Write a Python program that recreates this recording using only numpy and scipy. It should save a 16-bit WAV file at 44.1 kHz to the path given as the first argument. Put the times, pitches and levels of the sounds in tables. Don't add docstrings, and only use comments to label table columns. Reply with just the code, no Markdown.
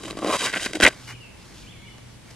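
import sys
import numpy as np
from scipy import signal
from scipy.fft import rfft, irfft
from scipy.io import wavfile
from scipy.ndimage import uniform_filter1d

SR = 44100
rng = np.random.default_rng(int(sys.argv[2]) if len(sys.argv) > 2 else 0)


def linear_from_db(decibels):
    return 10 ** (np.asarray(decibels, float) / 20)


def wav_record(signal):
    frames = np.transpose(np.atleast_2d(signal))
    bounded = np.clip(frames, -1, 1)
    quanta = np.round(bounded * 32767).astype(np.int16)
    wavfile.write(sys.argv[1], SR, quanta)


N = 103635


def evened(x):
    return x / np.sqrt(np.mean(x ** 2) + 1e-20)


def smooth_noise(width):
    noise = rng.standard_normal(N)
    return evened(uniform_filter1d(uniform_filter1d(noise, width), width))


def read(points, hz):
    f, value = np.transpose(points)
    return np.interp(np.log(hz + 1), np.log(f + 1), value)


def colour(x, points):
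    gain_db = read(points, abs(np.fft.fftfreq(4096, 1 / SR)))
    log_gain = np.log(linear_from_db(np.maximum(gain_db, -100)))
    taps = np.fft.ifft(np.exp(np.conj(signal.hilbert(log_gain)))).real[:2048]
    return signal.oaconvolve(x, taps)[:len(x)]


def band_filter(x, order, hz, kind):
    return signal.sosfilt(signal.butter(order, hz, kind, fs=SR, output="sos"), x)


def slips(per_s, spread_db, clump_db):
    size = linear_from_db(spread_db * np.minimum(rng.exponential(1, N), 4))
    size = size * (rng.random(N) < per_s / SR)
    clumps = smooth_noise(200)
    return evened(size * rng.choice([-1., 1.], N) * linear_from_db(clump_db * clumps))


# frequency in Hz, width in Hz (wider dies sooner), relative level in dB.
BLADE_MODES = [(195, 79, -3.5), (314.5, 54, -3.5), (405, 118, -4), (533, 180, -4.5), (610, 84, -5),
               (720, 224, 2.5), (1054, 70, -16.5), (1152, 39, -21), (1588, 52, 3.5), (1696, 166, 8),
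               (1996, 206, 10), (2200, 50, -26), (3030, 135, -4), (3237, 150, 6), (3890, 230, 8.5),
               (4790, 174, 1), (5170, 158, -9.5), (5880, 200, -11.5), (6740, 870, 3), (7820, 1100, -1)]


def ring(x, lo, hi):
    t = np.arange(2000) / SR
    taps = np.zeros(len(t))
    for hz, width, db in BLADE_MODES:
        if lo < hz < hi:
            taps += linear_from_db(db) * np.exp(-np.pi * width * t) * np.sin(2 * np.pi * hz * t)
    return signal.oaconvolve(x, taps / np.linalg.norm(taps))[:len(x)]


# frequency in Hz, relative level in dB.
GRIT_TONE = [(120, -28), (200, -7.5), (575, 5.5), (974, -37), (1170, -6), (1330, 2), (3180, -1.5),
             (8820, -15), (10800, -22), (15500, -60.5)]


def crunch(x):
    single_click = np.eye(1, 2048)[0]
    return colour(x, GRIT_TONE) / np.linalg.norm(colour(single_click, GRIT_TONE))


DRAG_SPANS = [
    [(0.0, -60.5, 25.5, -3, 13, 10.5), (0.028, -59, 17, 1, 8, 13.5), (0.036, -44.5, 13, -16, -1, 2),
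     (0.046, -59, 21, 5, 4, 13), (0.052, -44, 10.5, -13, -4, 2.5), (0.072, -52, 17, 14, 2, 7),
     (0.08, -43, 5, 6, 8.5, 1), (0.104, -45.5, 10, 1, 2, 2.5), (0.152, -58.5, 12, 7, -2, 1),
     (0.176, -46, -3, -9, 3.5, 1.5), (0.202, -55.5, 17, 4, 5, 7.5), (0.22, -58.5, 14, 7, -5, 12)],
    [(0.222, -46.5, 13, 11.6, 15.3, 0), (0.25, -41, 1, 12, 8.1, -0.5), (0.268, -37.5, 10, 10.6, 1, -4),
     (0.272, -43, 17.5, 11, 8, 4.5), (0.298, -33.5, -2.5, 8.2, 3, -1), (0.31, -36.5, 10, 7.4, 13, 3)],
    [(0.312, -29, 0, 8, 8.5, 0), (0.316, -32, -4, 3.5, 5, 1.5), (0.346, -26.5, -14, 4, 10.5, -0.5),
     (0.368, -39, -17, -7, 6, 7.5), (0.38, -43, -26, -9, -25, 8.5), (0.4, -36.5, -12, -12, -9, 4.5),
     (0.412, -32, -7, -4, -5, 2.5)],
    [(0.414, -32.5, -6, -8, 0.5, -0.5), (0.438, -33, -1, -1.5, 5, 6), (0.47, -27, -16, -8.5, -9.5, -3),
     (0.504, -39, -20, -20, -23, 2.5), (0.524, -40.5, -8, -13, -14, -3), (0.53, -30, -12, -15, -17, 0)],
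    [(0.532, -34, -2, -15, -23, -3), (0.542, -23, -17, -17, -35, -23), (0.55, -38, -14, -25, -16, 4),
     (0.56, -33, 2, -1, -21, -2.5), (0.574, -28.5, -10, -6, -12, -7), (0.588, -41.5, -6, -2, -9, 7),
     (0.598, -36.5, -14, -21, -23, -5), (0.61, -36.5, -15, -3.5, -19, 3.5), (0.658, -36, 8, -6, -20, 6),
     (0.664, -26.5, -9, -6, -12, -7), (0.684, -53.5, 0, -7, -8.5, 8.5), (0.7, -48, -1, 2, -12, 2)],
    [(.705, -50, 15, -3, -6, 5), (.731, -53, -1, -4, 3, 3), (.733, -18.5, -14, -14, -20, -11),
     (.737, -41, 14, -7, -15, -2), (.748, -53, 14, 9, -10, 6), (.752, -31, 9.5, -4, -26, -0.5),
     (.772, -42, 4, -14, -22, 1.5), (.776, -51, 10, -2, -9, 6), (.797, -51, 11, 3, -13, -0.5)],
    [(.799, -42, 5, -1, -10, -8), (.804, -44, 13, -5, -9, -16), (.807, -44, 8, -11, 0, -3),
     (.809, -25.5, -12, -1.5, -13, 0), (.816, -29, -17, -10, -18, -2), (.820, -31, 9, -4, -10, -2),
     (.823, -16.5, -4, -11, -10, -11), (.830, -10.5, 0.5, -8, -22, -7), (.843, -11, -38, -30, -16, -4),
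     (.845, -30, 2, -3, -21, -16), (.848, -17, -15, -14, -20, -3), (.855, -10, -10, -26, -21, -16.5),
     (.857, -26.5, -4, 14, -18, -12), (.862, -26.5, -2, 2, -12, -9), (.864, -6.5, -11.5, -21, -10, -14),
     (.874, -12, -19, -30, -37, -25), (.876, -19, 0, -2.5, -25, -5), (.889, -25.5, -8, 5.5, -27, -2.5),
     (.893, -40, 6, -6, -6, -6.5), (.95, -51, -8, -2, -5, 1)],
]


def drag():
    rows = np.concatenate(DRAG_SPANS)
    t = np.arange(N) / SR
    level, thud, shaft, low, hiss = (np.interp(t, rows[:, 0], column) for column in rows.T[1:])
    push = linear_from_db(level) * (np.arange(N) < rows[-1, 0] * SR)
    force = slips(per_s=1800, spread_db=4.5, clump_db=2.0) * push
    grit = slips(per_s=6300, spread_db=3, clump_db=1.9) * push
    fine = (grit + .5 * force) * linear_from_db(hiss)

    out = ring(force * linear_from_db(thud), 0, 480)
    out += ring(force * linear_from_db(shaft), 480, 800)
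    out += ring(force * linear_from_db(low), 800, 1300)
    out += ring(force, 1300, 2700)
    out += linear_from_db(-3) * ring(fine, 2700, SR)
    out += linear_from_db(4) * band_filter(crunch(force), 2, [1200, 2800], "band")
    out += linear_from_db(2.5) * band_filter(crunch(fine), 2, 4200, "high")
    return out


# start in seconds, strength in dB, dB added to that for the thud; gains follow below.
STONE_KNOCKS = [(0.0347, -28.5, -8), (0.0521, -34.5, 1), (0.1086, -15.5, -11.5), (0.1278, -30, -1),
                (0.171, -24.5, 0.5), (0.1889, -19.5, -3.5), (0.2193, -28, 2), (0.2283, -25.5, 6.5),
                (0.2458, -16, 3), (0.2739, -16, -11), (0.419, -11.5, -25), (0.4704, -12, -32),
                (0.5397, -14.5, -26), (0.5742, -13.5, -16.5), (0.6604, -9.5, -18.5), (0.7334, -18, -15),
                (0.7535, -20, -2.5), (0.7694, -29.5, 5.5), (0.8019, -6, -9), (0.829, -5.5, -19.5),
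                (0.8359, 0.5, -13), (0.8487, -4, -17), (0.8634, -3, -18.5), (1.9829, -34, -14),
                (2.3096, -34, -12.5)]


def knocks():
    hit, thud = np.zeros(N + 300), np.zeros(N + 300)
    fade = np.exp(-np.arange(200) / SR / 0.0011)
    for start, db, thud_db in STONE_KNOCKS:
        tap = rng.standard_normal(200) * fade
        at = round(start * SR)
        hit[at:at + 200] += linear_from_db(db + 5.5) * tap / np.linalg.norm(tap)
        thud[at:at + 60] += linear_from_db(db + thud_db) * np.hanning(60)
    blade = linear_from_db(-3) * ring(hit, 800, SR)
    crack = linear_from_db(-2) * crunch(hit)
    dull = linear_from_db(-6.5) * ring(thud, 0, 800)
    return (blade + crack + dull)[:N]


# time in seconds, trickle level in dB, clods in dB relative to the trickle.
TRICKLE_LEVEL = [(.95, -52, 3.5), (1.0, -48.5, 2), (1.065, -48, -1), (1.081, -40.5, 3.5), (1.124, -43, 5),
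                 (1.14, -55, 5), (1.16, -63, 2), (1.3, -64, 6), (1.42, -53.5, -2), (1.52, -53, 3),
                 (1.59, -48.5, -1), (1.66, -54, -1), (1.76, -66, 4), (1.98, -61, -2), (1.981, -48, 2),
                 (1.987, -59, 4), (1.992, -63, 0.5), (2.21, -69, 3), (2.25, -60, 1.5), (2.295, -55, 3.5),
                 (2.308, -46.5, 1), (2.322, -54.5, 0.5), (2.35, -58, 0)]
# frequency in Hz, relative level in dB.
CRUMB_TONE = [(180, -29), (300, -11), (1230, -8), (1540, -2.5), (1850, -2.5), (2320, 7.5), (3490, -6.5),
              (6840, -16), (13600, -32), (15000, -50)]


def trickle():
    s, db, clod_db = np.transpose(TRICKLE_LEVEL)
    t = np.arange(N) / SR
    crumbs = colour(slips(per_s=6000, spread_db=2.8, clump_db=0.59), CRUMB_TONE)
    fine = evened(band_filter(crumbs, 2, 3000, "high"))
    clods = evened(band_filter(crumbs, 2, 3000, "low"))
    clods *= linear_from_db(np.interp(t, s, clod_db))
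    level = linear_from_db(np.interp(t, s, db, left=-120))
    return level * (1.84 * fine + 1.54 * clods)


def shovel():
    return band_filter(drag() + knocks() + trickle(), 4, [227, 13400], "band")


# frequency in Hz, side level minus mid level in dB.
SHOVEL_SIDE = [(100, -23), (300, -16.5), (700, -21.5), (1400, -25.5), (2400, -22.5), (3500, -8), (5000, -4),
               (8000, -4.5), (12000, 0.5)]


def ports(x, other):
    shifted_share = .55
    side = 1j * np.sqrt(shifted_share) * rfft(x) + np.sqrt(1 - shifted_share) * rfft(other)
    side = irfft(side * linear_from_db(read(SHOVEL_SIDE, np.fft.rfftfreq(N, 1 / SR))), N)
    return np.array([x + side, x - side])


def thump():
    start_s, level_db, hz, t60_s = .834, -21.46, 59.7, 0.11
    t = np.maximum(np.arange(N) / SR - start_s, 0)
    port_db = np.array([[2.5], [-2.5]])
    return linear_from_db(level_db + port_db - 60 * t / t60_s) * np.sin(2 * np.pi * hz * t)


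# time in seconds, pitch in Hz, level in dB before the flutter and gain below.
BIRD_NOTES = [
    [(1.07, 2950, -49), (1.11, 2834, -48), (1.14, 3100, -55), (1.15, 2900, -52), (1.19, 2770, -65)],
    [(1.15, 2640, -48), (1.17, 2280, -52), (1.19, 2200, -61)],
    [(1.2, 2900, -52), (1.25, 2635, -48.5), (1.3, 2510, -65), (1.34, 2600, -60)],
    [(1.41, 4770, -56), (1.43, 4970, -59)],
    [(1.63, 2378, -53), (1.66, 2300, -57), (1.68, 3100, -48.5), (1.7, 3450, -55), (1.72, 3493, -48),
     (1.726, 2876, -46), (1.733, 2403, -55), (1.76, 2293, -57), (1.8, 2135, -57)],
    [(1.73, 3450, -64), (1.8, 3400, -65), (1.9, 3450, -63), (1.97, 3450, -72)],
    [(1.82, 2234, -53), (1.87, 2315, -56), (1.89, 2116, -48), (1.91, 2100, -65)],
    [(1.85, 2830, -58), (1.9, 3050, -56), (1.94, 2825, -54)],
]


def bird():
    flutter_db, echo_db, echo_t60_s = 2.5, 0.5, 0.84
    t, song = np.arange(N) / SR, np.zeros(N)
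    waver = evened(uniform_filter1d(rng.standard_normal(N), 300))
    for note in BIRD_NOTES:
        s, hz, db = np.transpose(note)
        edge = np.clip(np.minimum(t - s[0], s[-1] - t) / 0.0021, 0, 1)
        pitch = np.interp(t, s, hz) * (1 + .016 * waver)
        song += edge * linear_from_db(np.interp(t, s, db)) * np.sin(2 * np.pi * np.cumsum(pitch) / SR)
    song *= linear_from_db(flutter_db * smooth_noise(250) - 1)
    tail = rng.standard_normal((2, SR)) * linear_from_db(-60 * t[:SR] / echo_t60_s)
    tail /= np.linalg.norm(tail[0])
    echo = signal.fftconvolve(song[None], tail, axes=1)[:, :N]
    return np.sqrt(2) * (song + linear_from_db(echo_db) * echo)


# time in seconds, rms level in dB.
MAIN_HUM_LEVEL = [(0.0, -58), (0.06, -49.5), (0.67, -58), (1.15, -46), (1.41, -69), (1.49, -58),
                  (1.58, -66), (1.67, -49.5), (2.19, -52), (2.26, -67), (2.31, -51), (2.35, -51)]
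# pitch in Hz, rms level in dB, pitch wander in Hz rms.
WEAK_HUMS = [(193.5, -60, 4.75), (59.6, -60.5, 6.8)]


def hum():
    t, out = np.arange(N) / SR, np.zeros(N)
    main = (121, np.interp(t, *np.transpose(MAIN_HUM_LEVEL)), 1.94)
    for hz, db, width in [main] + WEAK_HUMS:
        wander = evened(uniform_filter1d(rng.standard_normal(N), 4000)) * width
        cycles = hz * t + np.cumsum(wander) / SR
        out += linear_from_db(db) * np.sqrt(2) * np.sin(2 * np.pi * cycles)
    return out


# frequency in Hz, relative level in dB per Hz.
AIR_TONE = [(15, -42), (25, -11.5), (126, -9.5), (204, -14.5), (221, -13.5), (281, -15), (762, -25.5),
            (871, -23), (1380, -28), (2170, -27), (10100, -36.5), (15500, -55)]
# frequency in Hz, likeness (1 is the same).
AIR_LIKENESS = [(60, 0.76), (130, 0.66), (290, 0.16), (640, 0.048), (1410, 0.6), (3100, 0.36),
                (6820, -0.18), (15000, 0.11)]


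def air():
    level_db, patch_db = -46.5, 1.0
    frames, hz = N // 512 + 5, np.fft.rfftfreq(2048, 1 / SR)
    a, b, c, d, patches = rng.standard_normal((frames, 1025, 5)).T
    patches = evened(uniform_filter1d(uniform_filter1d(patches, 30, 0), 8, 1))
    same = np.clip(read(AIR_LIKENESS, hz), -1, 1)[:, None]
    mid = np.sqrt(1 + same) * (a + 1j * b)
    side = np.sqrt(1 - same) * (c + 1j * d)
    gain = linear_from_db(read(AIR_TONE, hz)[:, None] + patch_db * patches)
    spectrum = np.array([mid + side, mid - side]) * gain
    wash = signal.istft(spectrum, nperseg=2048, noverlap=1536)[1][:, :N]
    return linear_from_db(level_db) * evened(wash)


def scene():
    return ports(shovel(), shovel()) + thump() + bird() + hum() + air()


def roll_off(x):
    return signal.sosfilt(signal.butter(12, 15700, fs=SR, output="sos"), x)


def record(dry):
    clipped = np.clip(dry, -.94, .94)
    mix = band_filter(clipped, 8, 14200, "low")
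    return roll_off(mix)


dry = scene()
out = record(dry)
wav_record(out)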